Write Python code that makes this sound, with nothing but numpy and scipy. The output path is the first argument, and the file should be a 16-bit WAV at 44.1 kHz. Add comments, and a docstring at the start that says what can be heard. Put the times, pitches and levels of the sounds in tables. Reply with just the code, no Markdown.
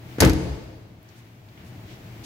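"""Old car door slammed in a workshop

One slam, close by: the latch snaps over its striker, the door lands on the body and booms,
and loose parts rattle. The large hall rings on over rumble, hiss and a low machine hum,
with a few faint scuffs and ticks."""
import sys
import numpy as np
from scipy import signal
from scipy.fft import rfft, irfft
from scipy.io import wavfile

SR = 44100
rng = np.random.default_rng(int(sys.argv[2]) if len(sys.argv) > 2 else 0)


def bounce(signal):
    """Save signal as a 16-bit WAV file at the path given by the first command-line argument."""
    frames = np.transpose(np.atleast_2d(signal))
    limited = np.clip(frames, -1, 1)
    pcm = np.round(limited * 32767).astype(np.int16)
    wavfile.write(sys.argv[1], SR, pcm)


N = 99225
T, HZ = np.arange(N) / SR, np.fft.rfftfreq(N, 1 / SR)
BODY_PAN_DB, ROOM_PAN_DB = 2, 2  # left over right


def amp(db):
    """Decibels to gain."""
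    return 10 ** (np.asarray(db) / 20)


def unit(x):
    """Scales to rms 1."""
    return x / np.sqrt(np.mean(x ** 2) + 1e-20)


def read(points, hz):
    """Reads a table on a log-frequency axis."""
    f, value = np.transpose(points)
    return np.interp(np.log(hz + 1), np.log(f), value)


def pan(db):
    """Stereo gains, the left louder by db."""
    return amp([[db / 2], [-db / 2]])


def add(mix, start, sound):
    """Mixes a sound in at a start in seconds."""
    part = mix[:, max(round(start * SR), 0):][:, :sound.shape[-1]]
    part += sound[..., :part.shape[1]]


def noise(colour, width):
    """Stereo noise with a given spectrum and width, rms 1."""
    mid, side = colour * np.exp(2j * np.pi * rng.random((2, len(HZ))))
    share = amp(read(width, HZ))
    return unit(irfft(np.array([mid + share * side, mid - share * side]) / np.hypot(1, share), N))


def waver(hz):
    """A random drift up to about hz, rms 1."""
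    return unit(irfft(np.exp(-(HZ / hz) ** 2 + 2j * np.pi * rng.random(len(HZ))), N))


def rise(seconds):
    """Soft attack."""
    return 1 - np.exp(-T / seconds)


def fade(t60):
    """Falls by 60 dB every t60 seconds."""
    return np.exp(-np.log(1000) * T / t60)


def die_away(x, t60s):
    """Lets each octave decay at its own speed."""
    centres, spectrum = np.geomspace(32, 16384, 10), rfft(x)
    out = np.zeros_like(x)
    for hz in centres:
        band = read([(centre, centre == hz) for centre in centres], HZ)
        out += irfft(spectrum * band, N) * fade(read(t60s, hz))
    return out


def hump(hz, octaves):
    """A broad spectral peak."""
    return np.exp(-.5 * (np.log2((HZ + 1) / hz) / octaves) ** 2)


# Colour of the room tone. Each row: frequency in Hz, relative level in dB.
ROOM_COLOUR = [(15, -54.5), (25, -22), (71, -12), (113, -2), (144, -13.5), (178, -8.5), (240, -14),
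               (331, -15.5), (537, -24), (648, -21), (1240, -28), (2230, -27), (6920, -40), (9300, -46),
               (15500, -39)]
# Its fader rides. Each row: time in seconds, rumble in dB, hiss in dB.
ROOM_LEVELS = [(0, -44, -53.5), (.13, -42, -48), (.5, -43.5, -53.5), (.98, -48.5, -61), (1.12, -52, -54.5),
               (1.42, -49, -58.5), (1.54, -50, -55.5), (1.66, -45, -53), (1.9, -43.5, -51.5),
               (2.02, -44.5, -51.5), (2.25, -44, -49.5)]
# Stereo width of the hall. Each row: frequency in Hz, side against mid in dB.
HALL_WIDTH = [(80, -22), (300, -12.5), (1000, 1), (3000, 0), (14000, 0)]


def room_tone():
    """The workshop's bed of rumble and distant hiss."""
    times, rumble_db, hiss_db = np.transpose(ROOM_LEVELS)
    colour = amp(read(ROOM_COLOUR, HZ))
    low_share = 1 / (1 + (HZ / 760) ** 4)  # crossover at 760 Hz
    rumble = amp(np.interp(T, times, rumble_db)) * noise(colour * np.sqrt(low_share), HALL_WIDTH)
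    hiss = amp(np.interp(T, times, hiss_db)) * noise(colour * np.sqrt(1 - low_share), HALL_WIDTH)
    return rumble + hiss


# Tones of the machine. Each row: pitch in Hz, relative level in dB.
HUM_TONES = [(117, 3), (327, -10), (644, -16), (2300, -25)]
# The hum's fader ride. Each row: time in seconds, level in dB.
HUM_LEVELS = [(0, -45.5), (.1, -47), (.16, -39), (.3, -49), (1.0, -53), (1.5, -50.5), (1.8, -46.5),
              (2.25, -46)]


def machine_hum(drift_hz=7.34, flutter=0.49, rate_hz=13.05):
    """A machine hums in the hall, each tone wavering in level and pitch."""
    tones = np.zeros(N)
    for hz, db in HUM_TONES:
        level = amp(db) * (1 + flutter * waver(rate_hz))
        pitch = hz + drift_hz * waver(rate_hz)
        tones += level * np.sin(2 * np.pi * np.cumsum(pitch) / SR)
    return amp(np.interp(T, *np.transpose(HUM_LEVELS))) * unit(tones)


# Hits of the latch and loose parts. 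Each row: start in seconds, level in dB, t60 in seconds,
# pan to the left in dB, treble tilt in dB per octave.
LATCH_HITS = [(0.1828, -49, .025, 4, 0), (0.1955, -46, .025, 2, 0), (0.2036, -12, .035, 3, 1),
              (0.2068, -13, .03, 1, 1.5), (0.2110, -17, .025, 2, 3), (0.2215, -15, .02, 1, -2.5),
              (0.2295, -23, .05, 0, -1), (0.2685, -30, .03, 0, -4), (0.3020, -28, .05, 0, -5),
              (0.2485, -18.5, .045, 2, -1), (0.2745, -26, .022, 0, -3), (0.2960, -22, .022, 0, -1.5),
              (0.3328, -30.5, .022, 1, .5)]
# Colour of the steel's crack. Each row: frequency in Hz, relative level in dB.
LATCH_COLOUR = [(200, -11), (900, -4), (2000, 1.5), (3300, -5), (4500, 2.5), (7000, -1.5), (9300, -10),
                (11600, -2.5), (12800, -9), (14400, -12), (15800, -29)]
# Ring of the steel. Each row: pitch in Hz, relative level in dB, t60 in seconds.
LATCH_MODES = [(2170, -21, .14), (3830, -24, .12), (4600, -20, .1), (5268, -18, .12), (6200, -21, .1),
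               (7220, -21, .1), (7860, -22, .1), (11450, -21, .06), (14390, -22, .08)]
# Stereo width up close. Each row: frequency in Hz, side against mid in dB.
CLOSE_WIDTH = [(80, -9), (400, -7.5), (1000, -3.5), (2500, 4), (6000, -5), (14000, -5.5)]


def latch(ring_db=-4):
    """The latch and loose parts clack, steel on steel, each hit leaving a thin ring."""
    out = np.zeros((2, N))
    treble_octaves = np.log2(np.maximum(HZ / 1024, 1))
    for start, db, t60, pan_db, tilt in LATCH_HITS:
        colour = amp(read(LATCH_COLOUR, HZ) + tilt * treble_octaves)
        crack = fade(t60) * noise(colour, CLOSE_WIDTH)
        ring = sum(amp(mode_db) * fade(mode_t60) * np.sin(2 * np.pi * (hz * T + rng.random((2, 1))))
                   for hz, mode_db, mode_t60 in LATCH_MODES)
        add(out, start, amp(db) * pan(pan_db) * rise(0.00024) * (crack + amp(ring_db) * ring))
    return out


# The door meets seal, striker and body, then rocks. 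Each row: start in seconds, panel level in dB,
# ring level in dB, knock level in dB, knock pitch in Hz.
DOOR_BLOWS = [(0.1831, -29.5, -48.5, -19.5, 292), (0.2047, -14, -35.5, -23, 700),
              (0.2208, -10, -21, -8, 840), (0.2300, -16, -19, -4, 324), (0.2579, -17, -29, -7.5, 134),
              (0.2775, -20.5, -33, -14.5, 260)]
# Colour of the sheet metal. Each row: frequency in Hz, relative level in dB.
PANEL_COLOUR = [(30, -20), (70, -3), (170, -4.5), (320, 1.5), (480, -3.5), (650, -9.5), (1000, -12.5),
                (1600, -11.5), (3000, -20.5), (8000, -38)]
# Its decay. Each row: frequency in Hz, t60 in seconds.
PANEL_DECAY = [(60, 0.54), (300, 0.19), (900, 0.12), (4000, 0.18)]
# Modes of door and body, one list each: pitch in Hz, relative level in dB, t60 in seconds.
BODY_HZ = [68, 97, 139, 211, 272, 315, 337, 405, 521, 856, 902, 1053, 1195, 1287, 1469]
BODY_DB = [-19, -13, -9, -8, -4, -1.5, -7, -9.5, 0, -15.5, -11, -23, -20, -22.5, -15]
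BODY_T60 = [.3, .3, 0.43, 0.31, .4, 0.49, .35, 0.34, 0.23, 0.21, 0.26, .35, 0.25, .3, 0.19]


def door(knock_peak_cycles=0.78):
    """Each blow gives a hard knock, shakes the sheet metal and rings the same body modes."""
    out = np.zeros((2, N))
    ring = sum(amp(db) * fade(t60) * np.sin(2 * np.pi * hz * T)
               for hz, db, t60 in zip(BODY_HZ, BODY_DB, BODY_T60))
    for start, panel_db, ring_db, knock_db, knock_hz in DOOR_BLOWS:
        panel = die_away(noise(amp(read(PANEL_COLOUR, HZ)), CLOSE_WIDTH), PANEL_DECAY)
        metal = rise(0.00091) * (amp(panel_db) * panel + amp(ring_db) * ring)
        age = T * knock_hz / knock_peak_cycles  # 1 at the top of the envelope
        knock = age ** 2 * np.exp(1 - age ** 2) * np.sin(2 * np.pi * knock_hz * T)
        add(out, start, metal + amp(knock_db) * knock)
    return out * pan(BODY_PAN_DB)


# The weight under the slam, and its low echo back from the hall. 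Each row: start in seconds, level in dB, pitch
# in Hz, length in seconds.
AIR_SWELLS = [(0.205, -16.5, 79.8, 0.043), (0.248, -17.5, 67.6, 0.051), (0.284, -16, 63.5, .055),
              (0.47, -27.5, 66, .055)]


def booms(pitch_sag=0.16):
    """Air in cabin and hall swells for a few low cycles, sinking in pitch."""
    out = np.zeros((2, N))
    for start, db, hz, length in AIR_SWELLS:
        progress = np.arange(0, 1, 1 / (length * SR))
        pitch = hz * (1 + pitch_sag * (.5 - progress))
        add(out, start, amp(db) * np.sin(np.pi * progress) * np.sin(2 * np.pi * np.cumsum(pitch) / SR))
    return out * pan(BODY_PAN_DB)


# Colour of the reverb. Each row: frequency in Hz, level in dB.
HALL_COLOUR = [(40, -2.5), (130, 1), (300, -3.5), (700, -2), (1500, -8.5), (3000, -6), (6000, -10.5),
               (10000, -7.5), (15000, -15)]
# Its decay. Each row: frequency in Hz, t60 in seconds.
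HALL_DECAY = [(60, 0.87), (250, 0.91), (1000, 1.25), (3000, 0.99), (6000, 1.52), (12000, 0.22)]


def hall(send, wet_db=-5, predelay_s=.01, far_wall_s=.17, far_wall_db=-14.5):
    """The diffuse tail of the workshop, renewed by an echo from the far wall."""
    colour, tail = amp(read(HALL_COLOUR, HZ)), np.zeros((2, N))
    for delay, db in [(predelay_s, wet_db), (far_wall_s, wet_db + far_wall_db)]:
        add(tail, delay, amp(db) * die_away(noise(colour, HALL_WIDTH), HALL_DECAY) * rise(0.011))
    tail *= np.sqrt(np.mean(colour ** 2)) / np.linalg.norm(fade(1))
    return signal.fftconvolve(send, tail, axes=1)[:, :N]


# Each row: start in seconds, level in dB, centre in Hz, t60 in seconds.
FAINT_TICKS = [(0.64, -64, 12150, 0.036), (1.029, -49.5, 14330, 0.017), (1.088, -52, 4900, 0.057),
               (1.487, -56, 3600, .05), (1.576, -48.5, 2150, .05)]
# Each row: start in seconds, level in dB, centre in Hz, length in seconds.
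FAINT_SCUFFS = [(1.149, -60.5, 4900, 0.07), (1.56, -56.5, 1650, 0.094), (1.64, -61.5, 5940, 0.075),
                (1.86, -51.5, 2680, 0.12), (2.233, -44.5, 4170, 0.026)]


def ticks_and_scuffs():
    """Small noises beside the car: ticks start sharply, scuffs swell and fade."""
    out = np.zeros((2, N))
    for start, db, hz, t60 in FAINT_TICKS:
        add(out, start, amp(db) * fade(t60) * noise(hump(hz, octaves=0.44), HALL_WIDTH))
    for start, db, hz, length in FAINT_SCUFFS:
        swell = np.sin(np.pi * np.minimum(T / length, 1))
        add(out, start, amp(db) * swell * noise(hump(hz, octaves=0.85), HALL_WIDTH))
    return out


def scene(boom_send_db=-2):
    """The slam, its reverb and the room around it."""
    slam, boom = latch() + door(), booms()
    reverb = hall(slam + amp(boom_send_db) * boom)
    background = pan(ROOM_PAN_DB) * (room_tone() + machine_hum())
    return slam + boom + reverb + background + ticks_and_scuffs()


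def record(dry, cutoff_hz=15850):
    """Rounds off peaks near full scale, then cuts the very top of the treble."""
    rounded = dry / (1 + dry ** 6) ** (1 / 6)
    lowpass = signal.firwin(511, cutoff_hz, window=("kaiser", 9), fs=SR)
    return signal.oaconvolve(rounded, lowpass[None], "same")


dry = scene()
out = record(dry)
bounce(out)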